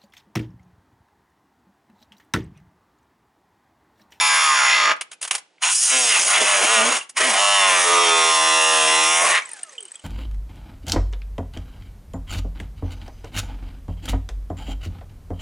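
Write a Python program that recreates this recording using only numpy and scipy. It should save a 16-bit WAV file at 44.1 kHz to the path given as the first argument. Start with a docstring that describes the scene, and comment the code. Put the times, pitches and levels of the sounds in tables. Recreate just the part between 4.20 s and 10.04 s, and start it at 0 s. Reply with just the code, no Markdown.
"""Rotary cutter in a plastic panel

A handheld rotary cutter bites into a plastic car panel in three runs, close by, in a workshop.
Each turn strikes the same two tooth blows, set off the panel's ringing; irregular chatter blurs them into noise.
Gears sing and blade modes ping along. Between runs, short noise strokes are single teeth snagging.
A 15-slot motor whines in sine partials when it runs free. Short ringing modes make a squeak as the second
run ends and a rattle as the tool slows and is lifted away, with fine noise grains for the rustle."""
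import sys
import numpy as np
from scipy import signal
from scipy.fft import rfft, irfft
from scipy.io import wavfile
from scipy.ndimage import uniform_filter1d

SR = 44100
rng = np.random.default_rng(int(sys.argv[2]) if len(sys.argv) > 2 else 0)


def generate_wav(sig):
    """Save sig (samples, or channels by samples) to the path in sys.argv[1] as 16-bit PCM at SR."""
    pcm = np.round(np.clip(np.atleast_2d(sig).T, -1, 1) * 32767).astype(np.int16)
    wavfile.write(sys.argv[1], SR, pcm)


N = 257544
T = np.arange(N) / SR


def amp(db):
    """Turn dB into a gain."""
    return 10 ** (np.asarray(db) / 20)


def rms_one(x):
    """Scale a sound to rms 1."""
    return x / np.sqrt(np.mean(x ** 2) + 1e-20)


def in_time(rows):
    """Read each column of a curve table at every sample."""
    s, *columns = np.transpose(rows)
    return [np.interp(T, s, c) for c in columns]


def while_on(start, stop, fade, t=T):
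    """Gain of 1 from start to stop, fading in a straight line outside."""
    return np.clip(np.minimum(t - start, stop - t) / fade + 1, 0, 1)


def swell(full, until, rise, fall):
    """Gain that climbs, holds at 1 and falls, at rates in dB per s."""
    return amp(-rise * np.maximum(full - T, 0) - fall * np.maximum(T - until, 0))


def fourier_hz():
    """Frequency of each bin of a whole-length Fourier spectrum, kept at 1 Hz or more for the log axis."""
    return np.maximum(np.arange(N // 2 + 1) * SR / N, 1)


def at_hz(points, hz):
    """Read a spectrum table on a log frequency axis."""
    table = np.array(points)
    return np.interp(np.log(hz), np.log(table[:, 0]), table[:, 1])


def shape(spectrum, peaks=()):
    """Gain by frequency: a smooth spectrum plus resonance bumps and hollows."""
    hz = fourier_hz()
    bumps_db = sum(db / (1 + ((hz - centre) / (width / 2)) ** 2) for centre, width, db in peaks)
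    return amp(at_hz(spectrum, hz) + bumps_db)


def colour(x, spectrum):
    """Filter a sound by a spectrum table."""
    return irfft(rfft(x) * shape(spectrum), N)


def band(bins, low_hz, high_hz, slope=5.8):
    """One smooth-edged frequency band of a Fourier spectrum, as sound of rms 1."""
    hz = np.arange(N // 2 + 1) * SR / N + 1
    below_high = 1 / (1 + (hz / high_hz) ** (2 * slope))
    below_low = 1 / (1 + (hz / low_hz) ** (2 * slope))
    return rms_one(irfft(bins * (below_high - below_low), N))


def drift(rate):
    """Slow random wander of spread 1; a higher rate in Hz wanders faster."""
    r = np.exp(-2 * np.pi * rate / SR)
    return rms_one(signal.lfilter([1], [1, -2 * r, r * r], rng.standard_normal(N + SR))[SR:])


def tooth_blows(turns_per_s, wander=.0015, second_db=-5, half=.47, ring_t60=0.05, ripple=0.35, creep=0.62):
    """Two uneven blows a turn set off the panel's dense ringing, which changes slowly as the blade advances."""
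    turn = np.cumsum(turns_per_s * (1 + wander * drift(15))) / SR
    clicks = np.zeros(N + 1)
    for offset, db in [(0, 0), (half, second_db)]:
        at = np.flatnonzero(np.diff(np.floor(turn + offset))) + 1
        late = (turn[at] + offset) % 1 * SR / turns_per_s[at]   # the blow falls between two samples
        clicks[at - 1] += amp(db) * late
        clicks[at] += amp(db) * (1 - late)

    t = np.arange(4096) / SR
    rings = rfft(rng.standard_normal((2, 4096)) * amp(-60 * t / ring_t60))
    rings = irfft(rings / np.abs(rings) ** (1 - ripple))   # many modes even out the response
    angle = creep * drift(0.99)
    mixes = [np.cos(angle), np.sin(angle)]   # slow crossfade between the two ringings
    blows = sum(signal.fftconvolve(clicks[:N] * mix, ring)[:N] for mix, ring in zip(mixes, rings))
    return blows / np.sqrt(uniform_filter1d(blows ** 2, size=4000) + 1e-9), turn


def chatter(turn):
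    """Irregular blows: noise that pulses twice a turn and flickers in level, at rms 1."""
    pulses = 1 + 0.21 * np.cos(4 * np.pi * turn)
    return rms_one(rng.standard_normal(N) * pulses * amp(2.67 * drift(30)))


CHATTER, SETTLE_S = .8, .06   # usual share of irregular blows (0-1), fade into and out of steady cutting
# spells of steadier cutting: start_s, end_s, irregular_share (0-1)
STEADY_SPELLS = [(0, .72, .09), (1.73, 1.91, .22), (2.32, 2.36, .5), (2.52, 2.59, .1), (3.2, 3.75, .12),
                 (3.75, 5.0, .07)]


def chatter_share():
    """The blade chatters, except while it cuts steadily."""
    calm = [(CHATTER - least) * while_on(a, b, SETTLE_S) for a, b, least in STEADY_SPELLS]
    return CHATTER - np.max(calm, axis=0)


def gear_song(turn, teeth=68):
    """Gear teeth meshing: a sine at the tooth rate, wavering in phase and level."""
    waver = 1.2 * np.sin(4 * np.pi * turn) + .6 * drift(30)
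    return np.sin(2 * np.pi * teeth * turn + waver) * amp(3.6 * drift(9.1))


PING_DB, PING_T60_S = 0, .0065   # level relative to the buzz, decay time of one resonator
# ringing modes of the blade: pitch_hz, level_db (relative), point in the turn (0-1)
BLADE_MODES = [(2050, -8, .3), (2750, 0.5, 0), (3500, -2, .76), (5500, -5, .7)]


def ping(turn):
    """Each blade mode swells and rings briefly once a turn, at its own point of the turn; rms 1."""
    r, out = amp(-60 / (PING_T60_S * SR)), 0
    for hz, db, point in BLADE_MODES:
        ring = np.diff(np.floor(turn - point), prepend=0)
        for again in range(2):   # two resonators in a row make the soft swell
            ring = signal.lfilter([1, 0, -1], [1, -2 * r * np.cos(2 * np.pi * hz / SR), r * r], ring)
        out = out + amp(db) * ring
    return rms_one(out)


# cutting runs: full_s, until_s, fall_db_per_s, drone_db, buzz_db, hiss_db (levels before bite and the rest)
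RUNS = [(-.3, 0.721, 900, -24.5, -21, -20.5), (1.427, 2.766, 304, -24.5, -21, -18.5),
        (2.97, 5.181, 600, -23.5, -21.5, -20.3)]
RISE_DB_PER_S = 1900
# cutting spectrum, one list per run: pitch_hz, level_db (per Hz, relative within a band)
CUT_SPECTRA = [
    [(59, -77.5), (100, -44), (493, -30.5), (601, -18), (1250, -8.5), (2080, -1.5), (3910, -8), (8260, -17),
     (10100, -12), (11100, -12)],
    [(59, -69), (100, -33.5), (216, -23), (353, -14.5), (438, -12.5), (1090, -0.5), (2790, -1.5),
     (4570, -1), (9480, 4), (11100, 2)],
    [(59, -80), (100, -44), (170, -28), (421, -12), (523, -9.5), (1060, -3), (1490, -8), (2740, -7.5),
     (4570, -13), (9860, -8.5), (11100, -11.5)],
]
# panel and blade resonances, one list per run as the place of the cut shifts:
# pitch_hz, width_hz, level_db (negative is a hollow)
PANEL_PEAKS = [
    [(627, 88, 6), (866, 45, 10.5), (1087, 140, 9), (1266, 160, 7.5), (1640, 92, 9), (2060, 130, 4),
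     (3940, 1100, -8), (6930, 310, 14), (9840, 380, 9)],
    [(728, 44, 4.5), (1810, 200, -3), (2780, 1100, 5.5), (4172, 1600, -5), (6700, 250, 7), (9160, 320, 6)],
    [(630, 135, 5), (1088, 130, 5.5), (1290, 120.1, 5), (880, 41, 3.5), (2030, 620, 3), (4530, 1300, -3.5),
     (6550, 110, 3), (9340, 995, 3)],
]
# how hard the blade bites, and the boom below about 600 Hz: time_s, bite_db, boom_db
BITE = [(0, 1, -46), (.33, -1, -48), (.72, 0, -31.5), (1.44, -4, -66), (1.51, -7, -64), (1.55, -20.5, -60),
        (1.63, -18.5, -56), (1.68, -12.5, -58), (1.742, -11, -32.5), (1.87, -11.5, -40), (1.98, -3.5, -40),
        (2.03, -11.5, -42), (2.164, 2, -42.5), (2.218, -2, -25.5), (2.296, 3.5, -44), (2.416, 1, -30.5),
        (2.52, 0, -33.5), (2.61, 2, -26), (2.71, 0, -32.5), (2.8, -7, -39), (2.97, -8.5, -58),
        (3.01, -6, -32.5), (3.13, -0.5, -32.5), (3.34, 0.5, -42), (3.46, 3, -31.5), (3.66, -4.5, -35),
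        (3.73, 2.5, -32), (4.21, -0.5, -35.5), (4.7, 0, -30), (4.99, -2, -38), (5.04, -4, -28.5),
        (5.18, -3, -44.5)]
BUZZ_FOLLOWS, HISS_FOLLOWS = 0.48, -0.12   # dB per dB of bite
# the buzz swells briefly: time_s, extra_db
BUZZ_SWELLS = [(.52, 3.96), (1.75, 7.1), (1.93, 5), (2.16, 3.3), (3.04, 3.95), (5.17, 7.7)]
BUZZ_SWELL_S = 0.046   # spread of each swell before and after its time
HISS_BUILD_DB, HISS_BUILD_S = 5, .08   # the hiss builds up late
HISS_EARLY_S, HISS_EARLY_DB_PER_S = .2, 28   # and thins before the stop


def cutting(turns):
    """Regular blows and irregular chatter share the panel and blade resonances; gears and pings join in."""
    bite_db, boom_db = in_time(BITE)
    buzz_swell_db = sum(db * np.exp(-((T - s) / BUZZ_SWELL_S) ** 2) for s, db in BUZZ_SWELLS)
    regular, turn = tooth_blows(turns)
    irregular = chatter(turn)
    share = chatter_share()
    slower_db = 22 * np.minimum(np.log2(turns / 76), 0)   # a labouring blade loses its top
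    gears = (1 - share) * gear_song(turn)
    pings = (1 - share) ** 3 * ping(turn)   # chatter smears the ping

    out = shudder(turn)
    for row, spectrum, peaks in zip(RUNS, CUT_SPECTRA, PANEL_PEAKS):
        full, until, fall, drone_db, buzz_db, hiss_db = row
        drone_db = drone_db + bite_db
        buzz_db = buzz_db + BUZZ_FOLLOWS * bite_db + buzz_swell_db
        hiss_db = hiss_db + HISS_FOLLOWS * bite_db
        hiss_db -= HISS_BUILD_DB * np.exp(-np.abs(T - full) / HISS_BUILD_S)
        hiss_db -= HISS_EARLY_DB_PER_S * np.maximum(T - until + HISS_EARLY_S, 0)
        # low_hz, high_hz, blur power (a smaller one lets chatter in sooner: treble blurs first), level_db
        bands = [(102, 628, 1.3, boom_db),
                 (614, 1450, 1.24, drone_db),
                 (1480, 4270, 0.65, buzz_db),
                 (4410, 7020, 0.7, hiss_db - 5.5 - 0.11 * slower_db),
                 (7520, 12600, 0.42, hiss_db - 3.5 + slower_db)]
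        run = amp(hiss_db - 9.5 + slower_db) * gears + amp(buzz_db + PING_DB) * pings
        panel = shape(spectrum, peaks)
        for low, high, blur, db in bands:
            blows = np.sqrt(1 - share ** blur) * regular + np.sqrt(share ** blur) * irregular
            run += amp(db) * band(rfft(blows) * panel, low, high)
        out += swell(full, until, RISE_DB_PER_S, fall) * run
    return out


PATCHY_DB, PATCH_BINS, PATCH_FRAMES = 1.5, 3, 14   # depth; width and length in frame cells


def patches(cells):
    """Randomly shifting colour: smoothed hills and hollows over frequency and time, of spread 1."""
    field = rng.standard_normal(cells)
    for again in range(2):
        field = uniform_filter1d(field, size=PATCH_BINS, axis=0)
        field = uniform_filter1d(field, size=PATCH_FRAMES, axis=1)
    return rms_one(field)


# resonances that bloom and glide as the blade moves through the panel:
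# start_s, end_s, from_hz, to_hz, width_hz, level_db (negative is a hollow)
BLOOMS = [(0.042, 0.457, 1110, 1053, 90, 8), (.18, 0.337, 1270, 1200, 100, 6.5),
          (.39, .73, 1440, 1170, 110, 9), (.4, 0.567, 2250, 2090, 120, 7.5), (0, .13, 1670, 1630, 70, 7),
          (.56, .73, 2710, 2870, 200, 4.5), (.54, .72, 4370, 4330, 500, 6), (1.43, 1.51, 1000, 990, 120, 7),
          (1.53, 1.68, 1700, 2300, 1500, -6), (1.88, 2.32, 2100, 2040, 150, 6),
          (1.934, 1.98, 2870, 2650, 200.2, 5), (2.1, 2.126, 1500, 1499, 400, 8),
          (1.73, 1.873, 810, 720, 300, 6.5), (2.51, 2.596, 1200, 1200, 250, 5),
          (3.15, 3.45, 715, 690, 60, 5.5), (3.2, 3.534, 1140, 1050, 100, 7.5),
          (3.16, 3.44, 2970, 3000, 300, 5.5), (3.2, 3.4, 2450, 2450, 400, -5.5),
          (3.46, 3.6, 2500, 2320, 200.1, 5), (3.59, 3.923, 1249, 1193, 120, 12.5),
          (3.66, 4.1, 435, 416, 45, 15.5), (3.8, 3.88, 3300, 3180, 250, 6.5),
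          (4.15, 4.651, 2430, 2200, 220, -14.5), (4.16, 4.95, 2780, 2800, 330, 4.5),
          (4.65, 4.9, 4500, 4450, 200, -8), (4.91, 5.03, 4400, 4550, 600, -14),
          (3.92, 4.68, 3510, 3490, 100, 4), (5.02, 5.18, 1100, 1160, 150, 7.5),
          (5.12, 5.2, 2080, 2199, 200, 4.5)]
BLOOM_FADE_S = 0.033


def blooms(x):
    """Passing resonances and random patches colour the sound frame by frame."""
    hz, s, frames = signal.stft(x, SR, nperseg=1024, noverlap=768)
    db = PATCHY_DB * patches(frames.shape)
    for a, b, from_hz, to_hz, width, top_db in BLOOMS:
        on = while_on(a, b, BLOOM_FADE_S, s)
        centre = np.interp(s, [a, b], [from_hz, to_hz])
        db = db + top_db * on / (1 + ((hz[:, None] - centre) / (width / 2)) ** 2)
    return signal.istft(frames * amp(db), SR, nperseg=1024, noverlap=768)[1][:N]


# colour of the steady workshop noise: pitch_hz, level_db (per Hz, relative)
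SHOP_SPECTRUM = [(59, -43), (100, -8), (837, 0), (1100, -9), (2920, -6.5), (9240, -19), (11500, -33.5),
                 (15000, -65.5)]
SHOP_DB = -65


def workshop():
    """Steady background: noise filtered to the workshop's colour."""
    return amp(SHOP_DB) * rms_one(colour(rng.standard_normal(N), SHOP_SPECTRUM))


# single teeth snagging between runs: time_s, level_db (relative), treble_db (over the low part)
SNAGS = [(0.763, -35, -10), (0.811, -19.5, -0.5), (0.916, -32, 0.5), (.93, -37, 2), (1.015, -30.5, 6.5),
         (1.027, -23.5, 5), (1.04, -29, 1.5), (1.05, -25.5, 1), (1.077, -28.5, 5), (1.11, -13, 3),
         (1.129, -29, 2), (1.142, -26, -1), (1.151, -18, 5), (1.181, -31, 4.5), (2.895, -37.5, 9.5)]
SNAG_RISE_S_PER_DB, SNAG_T60_S = .00022, 0.053


def snags():
    """Short scrapes: panel noise that swells and dies; the weaker, the slower the swell."""
    noise = rfft(rng.standard_normal(N)) * shape(CUT_SPECTRA[1], PANEL_PEAKS[1])
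    low, high = band(noise, 324, 4850), band(noise, 4200, 14000)
    out = np.zeros(N)
    for s, db, treble_db in SNAGS:
        rise = SNAG_RISE_S_PER_DB * -db
        t = T - s + 0.75 * rise   # the swell begins a little before the listed time
        stroke = np.clip(t / rise, 0, 1) ** 2 * amp(-60 * np.maximum(t - rise, 0) / SNAG_T60_S)
        out += amp(db - 5) * stroke * (low + amp(treble_db) * high)
    return out


def trigger(s=1.381, db=-50, hz=2100, t60=0.027):
    """The switch clicks before the second run: a dying burst of mid-band noise."""
    burst = amp(db - 60 * np.maximum(T - s, 0) / t60) * (T > s)
    return burst * band(rfft(rng.standard_normal(N)), 0.68 * hz, 1.4 * hz)


SLOTS = 15   # whine cycles per spindle turn
# motor running free: start_s, end_s, first_db, second_db, third_db (partials at the start),
# fade_db_per_s (times 1.5, 2.5 and 3.5 for the three partials)
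FREE_RUNNING = [(1.554, 1.915, -42, -52, -31.5, 1), (5.208, 5.54, -54, -50, -60, 14),
                (5.555, 5.664, -58, -75, -80, 14)]


def whine(turns):
    """Motor slots passing by: three wavering partials of the slot rate."""
    phase = 2 * np.pi * np.cumsum(SLOTS * turns * (1 + 0.00099 * drift(33))) / SR
    partials = [np.sin((k + 1) * phase) * amp(3.0 * drift(14)) for k in range(3)]
    out = np.zeros(N)
    for a, b, *levels, fade in FREE_RUNNING:
        on = while_on(a, b, 0.017)
        for k, db in enumerate(levels):
            fading_db = db - (k + 1.5) * fade * np.maximum(T - a, 0)
            out += on * amp(fading_db) * partials[k]
    return np.sqrt(2) * out


# shudders of the loose panel: full_s, until_s, level_db
SHUDDERS = [(2.58, 2.69, -34), (3.058, 3.103, -35.5)]
SHUDDER_RISE_DB_PER_S, SHUDDER_FALL_DB_PER_S = 300, 500


def shudder(turn):
    """The loose panel shudders: a low sine, two cycles a turn."""
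    level = sum(amp(db) * swell(a, b, SHUDDER_RISE_DB_PER_S, SHUDDER_FALL_DB_PER_S) for a, b, db in SHUDDERS)
    return np.sqrt(2) * np.sin(4 * np.pi * turn) * level


# short ringing sounds, a high and a lower part; the first is a squeak as the second run ends,
# the others are loose parts rattling: time_s, high_db, high_hz, low_db, low_hz
SHORT_RINGS = [(2.812, -48, 8000, -21, 2777), (5.221, -27, 6080, -25, 2260), (5.2567, -22, 7990, -40, 1680),
               (5.2906, -27, 9300, -38, 1890), (5.315, -20, 8900, -39, 2510),
               (5.3328, -18.5, 9090, -37, 1770), (5.368, -34, 9860, -36, 1640),
               (5.4317, -13, 8740, -33.5, 2860), (5.437, -40, 8700, -36, 1750),
               (5.4938, -29, 6270, -42, 1850), (5.5301, -36, 8330, -44, 1880),
               (5.552, -38, 8300, -41, 2500), (5.5813, -29, 7730, -19.5, 3100),
               (5.6054, -23, 8660, -36, 3220), (5.6276, -23, 8140, -45, 3120),
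               (5.6524, -25, 8520, -39, 3000), (5.6813, -31, 8300, -39, 3050),
               (5.7177, -21.5, 8340, -45, 1790), (5.7416, -40, 8310, -41, 2470),
               (5.755, -23, 8000, -32.5, 3340), (5.795, -36, 8200, -39, 3050)]


def squeak_and_rattle(high_t60=0.022, low_t60=0.036, crack_db=-12):
    """Each short sound rings a pair of close high modes and a lower pair over a short broad crack."""
    out, t = np.zeros(N + 2000), np.arange(2000) / SR
    soft = 1 - np.exp(-(t / .0014) ** 2)   # rounded attack
    spreads = rng.random((len(SHORT_RINGS), 2))
    cracks = rng.standard_normal((len(SHORT_RINGS), 2000))
    for (s, high_db, high_hz, low_db, low_hz), spread, crack in zip(SHORT_RINGS, spreads, cracks):
        ring = amp(high_db + crack_db - 60 * t / high_t60) * np.diff(crack, prepend=0)
        modes = [(high_hz, high_db, high_t60, spread[0]), (low_hz, low_db, low_t60, spread[1])]
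        for f, level_db, t60, d in modes:
            neighbour = .5 * np.sin(2 * np.pi * f * (.94 + 0.043 * d) * t)
            ring += amp(level_db - 60 * t / t60) * (np.sin(2 * np.pi * f * t) + neighbour)
        start = round((s - .001) * SR)
        out[start:start + 2000] += soft * ring
    return out[:N]


# colour of the handling rustle: pitch_hz, level_db (per Hz, relative)
RUSTLE_SPECTRUM = [(88, -74), (150, -20), (516, -3.5), (2120, 0.5), (3350, -4), (5460, -3.5), (8000, 0),
                   (11500, -12), (15000, -42)]
LIFT_S, RUSTLE_LEVEL_DB, RUSTLE_FADE_DB_PER_S = 5.2, -44.5, 18.5


def rustle():
    """Glove, chips and panel as the tool is lifted: flickering noise that fades away."""
    grains = rng.standard_normal(N) * amp(2.9 * drift(72))
    fading = swell(LIFT_S, LIFT_S, RISE_DB_PER_S, RUSTLE_FADE_DB_PER_S)
    return rms_one(colour(grains, RUSTLE_SPECTRUM)) * amp(RUSTLE_LEVEL_DB) * fading


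ROOM_T60_S, ROOM_DB, WALL_CUT_HZ = 0.25, -18.5, 2000


def room(x):
    """Echoes as dying noise tails, unrelated in the two channels, duller than the direct sound."""
    t = np.arange(int(.6 * SR)) / SR
    tails = rng.standard_normal((2, len(t))) * amp(-60 * t / ROOM_T60_S) * (t > .004)
    tails = signal.sosfilt(signal.butter(1, WALL_CUT_HZ, fs=SR, output="sos"), tails)
    return np.array([signal.fftconvolve(x, h / np.sqrt(np.sum(h ** 2)))[:N] for h in tails])


# left port compared with right: pitch_hz, level_db
LEFT_DB = [(60, 0.5), (140, -5.5), (350, -9), (840, -3), (2020, 1), (4880, -2.5), (11800, 2.5)]
# how far the left port leads the right: pitch_hz, lead in radians
LEFT_LEAD = [(0, 0), (1210, 0.13), (1550, -0.77), (2070, -0.19), (3360, -0.51), (4050, -0.5), (12000, 0.41)]


def ports(x):
    """Two close microphone ports differ in level and phase by frequency."""
    hz = fourier_hz()
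    half = amp(at_hz(LEFT_DB, hz) / 2) * np.exp(.5j * at_hz(LEFT_LEAD, hz))   # each side takes half
    return irfft(rfft(x) * np.array([half, 1 / half]), N)


# spindle speed, sagging under load and slowing at the end: time_s, turns_per_s
SPEED = [(0, 78), (.19, 76.2), (.33, 70.6), (.48, 62), (.534, 60.5), (.59, 56), (.71, 49.5), (1.43, 75),
         (1.55, 106), (1.6, 122), (1.64, 128.7), (1.68, 131), (1.75, 129), (1.8, 127), (1.87, 119),
         (1.91, 111), (1.982, 86), (2.164, 106), (2.296, 102), (2.416, 96), (2.52, 115), (2.61, 108),
         (2.702, 125), (3.08, 129), (3.13, 95), (3.21, 101.4), (3.34, 100.5), (3.46, 96.5), (3.66, 86.5),
         (3.72, 87.5), (3.83, 86.4), (3.91, 83.3), (4.04, 82.1), (4.18, 80.3), (4.5, 80.1), (4.65, 78.8),
         (4.99, 82.8), (5.09, 88), (5.21, 78), (5.398, 49.7), (5.576, 32), (5.68, 22.5)]


def scene():
    """Tool and panel close by, the workshop around them."""
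    turns, = in_time(SPEED)
    tool = blooms(cutting(turns)) + snags() + trigger() + whine(turns) + squeak_and_rattle() + rustle()
    return ports(tool + workshop()) + amp(ROOM_DB) * room(tool)


def gain_control(x, ceiling_db=-18, ratio=0.47, attack_s=0.0074):
    """Turn the sound down by a share of its smoothed loudness above the ceiling."""
    r = np.exp(-1 / (attack_s * SR))
    power = signal.lfilter([1 - r], [1, -r], np.mean(x ** 2, axis=0))
    level_db = 10 * np.log10(power + 1e-12)
    return x * amp(-ratio * np.maximum(level_db - ceiling_db, 0))


CUTOFF_HZ = 11000


def record(dry):
    """Gain control tames loud parts, peaks are rounded, deep bass and top are cut."""
    x = 0.84 * np.tanh(gain_control(dry) / 0.76)
    x = signal.sosfilt(signal.butter(3, 135, "high", fs=SR, output="sos"), x)
    return signal.sosfilt(signal.ellip(14, .5, 75, CUTOFF_HZ, fs=SR, output="sos"), x)


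dry = scene()
out = record(dry)
generate_wav(out)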